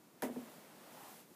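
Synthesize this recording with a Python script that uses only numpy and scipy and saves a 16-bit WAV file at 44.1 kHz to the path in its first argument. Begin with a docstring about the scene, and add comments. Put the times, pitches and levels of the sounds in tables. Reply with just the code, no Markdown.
"""A sharp rattling click breaks the faint noise of a small room: a rabbit in a hollow play box tugs at
a hanging toy, and it lets go. The toy's hard parts crack and ring briefly; it knocks the box, exciting
its modes, and bumps it softly a few more times. Close by, a blanket slides over upholstery, its friction
making a soft swelling hiss, and weight shifts on padding in dull shuffles."""
import sys
import numpy as np
from scipy import signal
from scipy.fft import irfft
from scipy.io import wavfile

SR = 44100
rng = np.random.default_rng(int(sys.argv[2]) if len(sys.argv) > 2 else 0)


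def generate_wav(signal):
    """Clip the signal to [-1, 1] and save it as 16-bit WAV at the path in sys.argv[1]."""
    frames = np.transpose(np.atleast_2d(signal))
    scaled = np.clip(frames, -1, 1) * 32767
    pcm = np.round(scaled).astype(np.int16)
    wavfile.write(sys.argv[1], SR, pcm)


N = 59535
T = np.arange(N) / SR


def from_db(db):
    """The decibel scale: 20 dB is a factor of ten in amplitude."""
    return 10 ** (np.asarray(db) / 20)


def rms_one(x):
    """Normalisation to unit rms."""
    return x / np.sqrt(np.mean(x ** 2) + 1e-20)


def noise(colour):
    """Random-phase synthesis: steady noise of rms 1, its spectrum given as rows of f/Hz, level/dB."""
    hz, db = np.transpose(colour)
    f = np.maximum(np.arange(N // 2 + 1) * SR / N, 1)
    gain = from_db(np.interp(np.log(f), np.log(hz), db))
    skirts = np.minimum(f / hz[0], 1) ** 2 * np.minimum(hz[-1] / f, 1) ** 2
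    phases = np.exp(2j * np.pi * rng.random(len(f)))
    return rms_one(irfft(gain * skirts * phases, N))


def flutter(rate_hz):
    """Random modulation: slow noise of rms 1, mostly in the octave below rate_hz."""
    return noise([(rate_hz / 2, 0), (rate_hz, 0)])


def decay(start, t60):
    """Exponential decay: a jump to 1 at start, then a fall of 60 dB every t60 seconds."""
    return (T >= start) * from_db(-60 * np.maximum(T - start, 0) / t60)


def reverberation(start, t60, build_s):
    """Envelope of a diffuse field: reflections build up, then are absorbed."""
    return decay(start, t60) * (1 - np.exp(-np.maximum(T - start, 0) / build_s))


def ringing(modes, start):
    """Modal superposition: damped sines of alternating sign, their levels varying a little per blow."""
    out = np.zeros(N)
    for k, (hz, db, t60) in enumerate(modes):
        amplitude = (-1) ** k * from_db(db + 0.5 * rng.normal())
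        out += amplitude * decay(start, t60) * np.sin(2 * np.pi * hz * (T - start))
    return out


def soft_contact(x, cutoff_hz):
    """A yielding contact spreads the force over time and so acts as a low-pass."""
    return signal.sosfilt(signal.butter(2, cutoff_hz, fs=SR, output="sos"), x + 1e-18)


def room_noise():
    """Stationary background noise, strongest at low frequencies."""
    # spectrum of the quiet room: f/Hz, level/dB
    spectrum = [(55, -21), (80, -16), (115, -7.5), (160, 1), (260, 1), (500, -5.5), (1000, -10.5),
                (3000, -20), (7000, -21), (15000, -21)]
    return from_db(-64) * noise(spectrum)


def shuffles():
    """Weight shifts on padding: dull noise, amplitude-modulated by Gaussian swells."""
    # swells: t/s, level/dB, half length/s
    swells = [(0.156, -72, 0.041), (0.585, -59.5, 0.018), (0.944, -61, 0.028), (1.314, -61.5, 0.018)]
    # spectrum of the padding: f/Hz, level/dB
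    spectrum = [(70, -29), (150, -9), (220, 5), (330, -4.5), (700, -11.5), (2000, -42)]
    envelope = sum(from_db(db) * np.exp(-((T - t) / half) ** 2) for t, db, half in swells)
    return envelope * noise(spectrum)


def moving_resonance(x, centre_hz, width_hz, block=128):
    """A two-pole resonator, retuned block by block; the output has rms 1."""
    out, state = np.zeros(N), np.zeros(2)
    radius = np.exp(-np.pi * width_hz / SR)
    for i in range(0, N, block):
        feedback = [1, -2 * radius * np.cos(2 * np.pi * centre_hz[i] / SR), radius ** 2]
        out[i:i + block], state = signal.lfilter([1, 0, -1], feedback, x[i:i + block], zi=state)
    return rms_one(out)


def blanket():
    """Sliding friction: a dull rub whose peak rises and stands out with speed, and the hiss of fibres."""
    # course of the slide: t/s, rub level/dB, fibre level/dB, rub centre f/Hz
    slide = [(0, -116, -107, 494), (.2, -70.5, -82, 497), (.33, -59.5, -64, 510), (.53, -59.5, -63, 597),
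             (.69, -62, -67.5, 520), (.87, -60, -65, 610), (.95, -57.5, -62, 710), (1.01, -56, -61, 870),
             (1.10, -57, -58.5, 890), (1.205, -62.5, -61.5, 563), (1.262, -73, -73, 547),
             (1.35, -73.5, -67.5, 500)]
    # spectrum of the rub: f/Hz, level/dB
    rub_spectrum = [(60, -26), (120, -15.5), (210, 0), (400, -6), (800, -6.5), (1400, -8.5), (2500, -12.5),
                    (5000, -19.5)]
    # spectrum of the fibre hiss: f/Hz, level/dB
    fibre_spectrum = [(500, 3), (1500, -33), (3000, -3), (5500, -2), (9000, 0.5), (12500, 1.5),
                      (15000, 0.5)]
    times, *columns = np.transpose(slide)
    rub_db, fibre_db, centre_hz = [np.interp(T, times, column) for column in columns]
    broad = noise(rub_spectrum)
    peak = moving_resonance(noise(rub_spectrum), centre_hz, width_hz=300)
    peak_gain = from_db(rub_db + 58)  # the peak dominates once the rub exceeds -58 dB
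    blend = (broad + peak_gain * peak) / np.hypot(1, peak_gain)
    rub = from_db(rub_db + 0.5 * flutter(rate_hz=40)) * blend
    hiss = from_db(fibre_db + 0.5 * flutter(rate_hz=170)) * noise(fibre_spectrum)
    return rub + hiss


def box_knocks():
    """Impact excitation: knocks ring the box and the room; soft ones reach only the low modes."""
    # knocks on the box: t/s, excitation level/dB, contact cutoff f/Hz
    knocks = [(0.2227, -40.5, 2000), (.2290, -36.5, 1350), (.2480, -39.5, 760), (.2860, -46.5, 920),
              (.2935, -39.5, 320), (.3580, -49, 1210), (0.3614, -35.5, 257), (0.385, -42.5, 247),
              (0.4108, -47, 297), (0.459, -56, 275)]
    # modes of the box: f/Hz, relative level/dB, t60/s
    modes = [(146, -22, 0.74), (229, -3.5, 0.44), (253.8, 0, .24), (352, -9, 0.15), (436.8, -5, 0.29),
             (483, 0, 0.067), (586, 1, 0.062), (632, -1, 0.078), (748, -4, 0.1), (949, -4, 0.093),
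             (1028, -10.5, 0.14), (1215, -29, 0.071), (1720, -8.5, 0.13), (1830, -14, 0.095)]
    # spectrum of the reverberation: f/Hz, level/dB
    room_spectrum = [(70, -23), (120, -17), (170, -8), (240, -6.5), (500, 1), (900, -8), (1500, -11),
                     (2600, -12.5), (5000, -19)]
    out = np.zeros(N)
    next_touches = [knock[0] for knock in knocks[1:]] + [N / SR]
    for (t, db, cutoff_hz), touch in zip(knocks, next_touches):
        damping = (T < touch) + decay(touch, t60=0.051)  # the next touch stops the ring
        room = from_db(-2) * reverberation(t, t60=0.2, build_s=0.0039) * noise(room_spectrum)
        out += from_db(db) * soft_contact(ringing(modes, t) * damping + room, cutoff_hz)
    return out


def toy_clicks():
    """Brief, hard contacts radiate a wide band: bright cracks, each with a short ring and room tail."""
    # collisions of the toy's parts: t/s, crack level/dB, crack t60/s, ring level/dB
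    clicks = [(.2221, -36, .009, -42), (.2229, -33, .0065, -34), (.2294, -38, .008, -43),
              (.2355, -35.5, .003, -50), (.2423, -38, .003, -45)]
    # spectrum of a crack: f/Hz, level/dB
    spectrum = [(600, -3), (1300, -0.5), (1900, 5), (3200, -4.5), (5000, -8), (8000, -4), (11500, -2.5),
                (15000, -5.5)]
    # modes of the toy: f/Hz, relative level/dB, t60/s
    modes = [(1704, -16, .04), (1937, -7.5, 0.036), (2287, -11.5, 0.025)]
    out = np.zeros(N)
    for t, crack_db, t60, ring_db in clicks:
        room = from_db(-14.5) * reverberation(t, t60=0.18, build_s=0.0056)
        envelope = np.hypot(decay(t, t60), room)  # direct and diffuse sound add in power
        crack = from_db(crack_db) * envelope * noise(spectrum)
        out += crack + from_db(ring_db) * ringing(modes, t)
    return out


def scene():
    """Superposition: the sources add, the same in both ears, and are heard from the middle."""
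    mid = room_noise() + shuffles() + blanket() + box_knocks() + toy_clicks()
    return np.array([mid, mid])


def record(dry):
    """Band limiting: a small microphone loses the bass, and the top is cut steeply."""
    low_cut = signal.butter(4, 68, "high", fs=SR, output="sos")
    high_cut = signal.ellip(12, 0.1, 70, 15350, fs=SR, output="sos")
    return signal.sosfilt(high_cut, signal.sosfilt(low_cut, dry))


dry = scene()
out = record(dry)
generate_wav(out)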